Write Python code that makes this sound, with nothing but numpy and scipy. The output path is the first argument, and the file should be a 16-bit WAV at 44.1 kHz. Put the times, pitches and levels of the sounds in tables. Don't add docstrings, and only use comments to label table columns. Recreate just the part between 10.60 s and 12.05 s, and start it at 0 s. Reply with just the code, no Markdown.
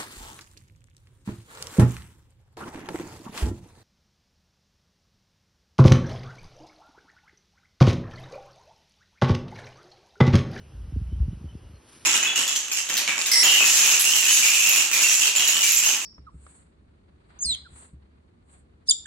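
import sys
import numpy as np
from scipy import signal
from scipy.fft import rfft, irfft, next_fast_len
from scipy.io import wavfile
from scipy.ndimage import uniform_filter1d

SR = 44100
rng = np.random.default_rng(int(sys.argv[2]) if len(sys.argv) > 2 else 0)


def put_to_file(sound):
    columns = np.atleast_2d(sound).T
    safe = np.clip(columns, -1, 1)
    whole_steps = np.round(safe * 32767)
    wavfile.write(sys.argv[1], SR, whole_steps.astype(np.int16))


N = 63945

# (time [s], peak in the ports' mid [dB], rise time constant [ms], push +1 or pull -1)
PRESSURE_JUMPS = [(0.0593, -44.5, 1.5, 1), (0.098, -42.5, 1.8, 1), (0.126, -42.5, 4, 1),
                  (0.1387, -34, 4.5, -1), (0.1716, -33.5, 11, -1), (0.1972, -31, 13, 1),
                  (0.228, -33, 8.7, -1), (0.2555, -38, 6.1, -1), (0.2773, -32.5, 1.3, -1),
                  (0.322, -30.5, 0.26, 1), (0.3291, -23.5, 3.4, -1), (0.361, -25.5, 0.092, 1),
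                  (0.3655, -21, 0.82, -1), (0.398, -31, 2.8, -1), (0.4129, -23, 1.26, 1),
                  (0.4556, -27.7, 7.1, 1), (0.4853, -33.5, 1.3, -1), (0.512, -33.5, 6.4, 1),
                  (0.5191, -21.5, 1.98, 1), (0.5254, -28.5, 0.2, 1), (0.5576, -28, 4.2, -1),
                  (0.5996, -14, 5.2, 1), (0.628, -33.5, 0.1, -1), (0.6297, -24, 6.8, 1),
                  (0.652, -46.5, 0.14, 1), (0.6537, -29, 9.1, 1), (0.6803, -21.5, 0.65, 1),
                  (0.6896, -27, 4.5, -1), (0.7144, -31, 6, -1), (0.7237, -33.5, 0.77, -1),
                  (0.7293, -25, 0.57, -1), (0.769, -36, 0.39, 1), (0.8076, -35, 0.93, 1),
                  (0.8132, -37.3, 0.37, 1), (0.8408, -28, 0.31, -1), (0.8453, -42.5, 0.23, 1),
                  (0.854, -34.5, 0.13, -1), (0.8612, -33.5, 2.6, -1), (0.924, -43, 0.62, 1),
                  (0.9509, -29, 0.13, 1), (1.013, -42.5, 4.6, -1), (1.034, -43, 3.2, -1),
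                  (1.0474, -40, 3.7, 1), (1.0946, -42, 0.88, -1), (1.1338, -39, 0.98, -1),
                  (1.161, -49, 4.4, -1), (1.426, -54.5, 1.6, 1)]
# (time [s], level [dB])
EDDY_LEVELS = [(0.0, -33), (0.028, -45), (0.298, -41.5), (0.374, -37), (0.476, -41.5), (0.532, -35),
               (0.56, -40), (0.604, -32), (0.662, -35), (0.686, -33), (0.802, -41), (0.848, -39.5),
               (0.908, -42.5), (0.96, -40), (0.996, -45.5), (1.146, -48), (1.186, -58), (1.45, -59)]
# (frequency [Hz], gain [dB])
WIND_SIDE_GAIN = [(40, -28.5), (70, -28), (120, -23.5), (250, -16.5), (400, -24)]
# (frequency [Hz], density [dB per Hz])
AIR_SUM_COLOUR = [(40, -13), (70, -1), (95, 6.5), (150, -5), (300, -0.5), (500, -8), (720, -12),
                  (1180, -13), (2200, -19.5), (2730, -16), (3010, -15.5), (3300, -19.5), (3630, -23),
                  (5970, -22), (6350, -33), (6650, -67), (8000, -59), (8300, -34.5), (9010, -27.5),
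                  (10800, -25.5), (11500, -29), (11850, -40), (12100, -45)]
# (frequency [Hz], density [dB per Hz])
AIR_DIFF_COLOUR = [(100, -27.5), (400, -12.5), (1590, -21.5), (2140, -41), (2500, -30.5), (3050, -42),
                   (3300, -60.5), (3900, -73.5), (4250, -47), (4700, -42), (4900, -64), (5350, -60),
                   (5600, -25), (8800, -26), (9700, -41), (12100, -46)]
# (time [s], length [s], start frequency [Hz], end frequency [Hz], level [dB])
BIRD_NOTES = [(.005, 0.048, 2950, 2950, -72.5), (0.504, 0.033, 3040, 3020, -71),
              (0.533, 0.023, 3080, 3104, -65.5), (0.716, 0.041, 2990, 2943, -69),
              (0.882, .036, 3013, 3060, -61), (0.996, 0.14, 2902, 2907, -74.5),
              (1.142, 0.039, 4260, 4210, -72.5)]
# (time [s], level [dB])
SHAKE_LEVELS = [(1.16, -82.5), (1.23, -66.5), (1.26, -65.5), (1.295, -55.5), (1.31, -61), (1.331, -53),
                (1.352, -54.5), (1.363, -53), (1.39, -58), (1.41, -55.5), (1.421, -54.5), (1.435, -58),
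                (1.45, -51)]
# (frequency [Hz], density [dB per Hz])
QUILL_SUM_COLOUR = [(300, -28), (600, -16), (1000, -2.5), (1570, -1), (1910, -6), (2370, -0.5),
                    (5640, -2.5), (6230, -6), (6600, -21.5), (8000, -49.5), (8500, -9.5), (9540, -1.5),
                    (11200, -2), (12100, -28)]
# (frequency [Hz], density [dB per Hz])
QUILL_DIFF_COLOUR = [(300, -38), (1000, -16.5), (1800, -20), (2300, -40), (3200, -48.5), (5300, -42.5),
                     (5700, -4.5), (7300, -0.5), (9000, -3.5), (9800, -27.5), (12100, -39)]

LOW_CUT_HZ, JUMP_TOP_HZ = 57.6, 346
THUD_SIDE = 0.99
EDDY_RATE_PER_S, EDDY_SPREAD_DB, EDDY_RISE_MS, EDDY_TRIM_DB = 500, 2, 0.64, -7
AIR_DB, AIR_PATCH_DB = -56.5, 1.06
NOTE_EDGE_S, NOTE_FLUTTER_DB, NOTE_LEAN_DB = 0.006, 3.2, 0.8
TICK_RATE_PER_S, TICK_SPREAD_DB, TICK_POWER_SHARE = 1500, 2.5, 0.52
TOP_HZ = 12150


def amp(db):
    return 10 ** (np.asarray(db) / 20)


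def unit(x):
    return x / np.sqrt(np.mean(x ** 2) + 1e-20)


def along(points, hz):
    point_hz, value = np.transpose(points)
    return np.interp(np.log(hz + 1), np.log(point_hz + 1), value)


def curve(rows):
    time_s, value = np.transpose(rows)
    return np.interp(np.arange(N) / SR, time_s, value)


def filtered(x, response):
    size = next_fast_len(N + SR // 2)
    spectrum = rfft(x, size) * response(np.fft.rfftfreq(size, 1 / SR))
    return irfft(spectrum, size)[..., :N]


def ticks(rate_per_s, spread_db):
    chance, sign, size = rng.random((3, 2, N))
    on = chance < rate_per_s / SR
    size_gain = amp(-spread_db * np.log(size + 1e-4))
    return unit(on * np.sign(sign - 0.5) * size_gain)


def ports(pair, sum_colour, diff_colour):
    mid, side = filtered(pair, lambda hz: amp([along(sum_colour, hz), along(diff_colour, hz)]))
    return unit(np.array([mid + side, mid - side]))


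def flat4(s):
    first_pair = s * s + 2 * np.cos(np.pi / 8) * s + 1
    second_pair = s * s + 2 * np.cos(3 * np.pi / 8) * s + 1
    return 1 / first_pair / second_pair


def jump(rise_ms):
    def response(hz):
        s = 1j * hz / LOW_CUT_HZ + 1e-9
        low_cut = flat4(1 / s) ** 2
        soft_top = flat4(1j * hz / JUMP_TOP_HZ)
        rise = 1 / (1 + 2j * np.pi * hz * rise_ms / 1000) ** 3
        return low_cut * soft_top * rise / s
    return response


def wind():
    thuds = np.zeros((2, N))
    click = np.arange(N) == 0
    leans = rng.standard_normal(len(PRESSURE_JUMPS))
    for (time_s, peak_db, rise_ms, sign), lean in zip(PRESSURE_JUMPS, leans):
        start = round(time_s * SR)
        step = filtered(click, jump(rise_ms))
        thud = np.sign(sign) * amp(peak_db) * step[:N - start] / abs(step).max()
        thuds[:, start:] += thud * [[1], [THUD_SIDE * lean]]

    small_jumps = filtered(ticks(EDDY_RATE_PER_S, EDDY_SPREAD_DB), jump(EDDY_RISE_MS))
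    eddies = np.array([unit(e) for e in small_jumps])
    mid, side_source = amp(curve(EDDY_LEVELS) + EDDY_TRIM_DB) * eddies + thuds
    side = filtered(side_source, lambda hz: amp(along(WIND_SIDE_GAIN, hz)))
    return np.array([mid + side, mid - side])


def air():
    noise = signal.stft(rng.standard_normal((2, N)), nperseg=512)[2]
    patches = uniform_filter1d(rng.standard_normal(noise.shape), size=5, axis=1)
    patches = uniform_filter1d(patches, size=8, axis=2)
    pair = signal.istft(noise * amp(AIR_PATCH_DB * unit(patches)), nperseg=512)[1][:, :N]
    return amp(AIR_DB) * ports(pair, AIR_SUM_COLOUR, AIR_DIFF_COLOUR)


def birds():
    t, notes = np.arange(N) / SR, np.zeros(N)
    for start_s, length_s, start_hz, end_hz, level_db in BIRD_NOTES:
        end_s = start_s + length_s
        hz = np.interp(t, [start_s, end_s], [start_hz, end_hz])
        edge = np.clip(np.minimum(t - start_s, end_s - t) / NOTE_EDGE_S + 0.5, 0, 1) ** 2
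        flutter_db = NOTE_FLUTTER_DB * unit(uniform_filter1d(rng.standard_normal(N), size=300))
        tone = np.sqrt(2) * np.sin(2 * np.pi * np.cumsum(hz) / SR)
        notes += amp(level_db) * edge * amp(flutter_db) * tone
    return notes * amp([[NOTE_LEAN_DB], [-NOTE_LEAN_DB]])


def train():
    rattle = np.sqrt(TICK_POWER_SHARE) * ticks(TICK_RATE_PER_S, TICK_SPREAD_DB)
    swish = np.sqrt(1 - TICK_POWER_SHARE) * rng.standard_normal((2, N))
    return amp(curve(SHAKE_LEVELS)) * ports(rattle + swish, QUILL_SUM_COLOUR, QUILL_DIFF_COLOUR)


def scene():
    return wind() + air() + birds() + train()


def record(dry):
    return filtered(dry, lambda hz: hz < TOP_HZ)


dry = scene()
out = record(dry)
put_to_file(out)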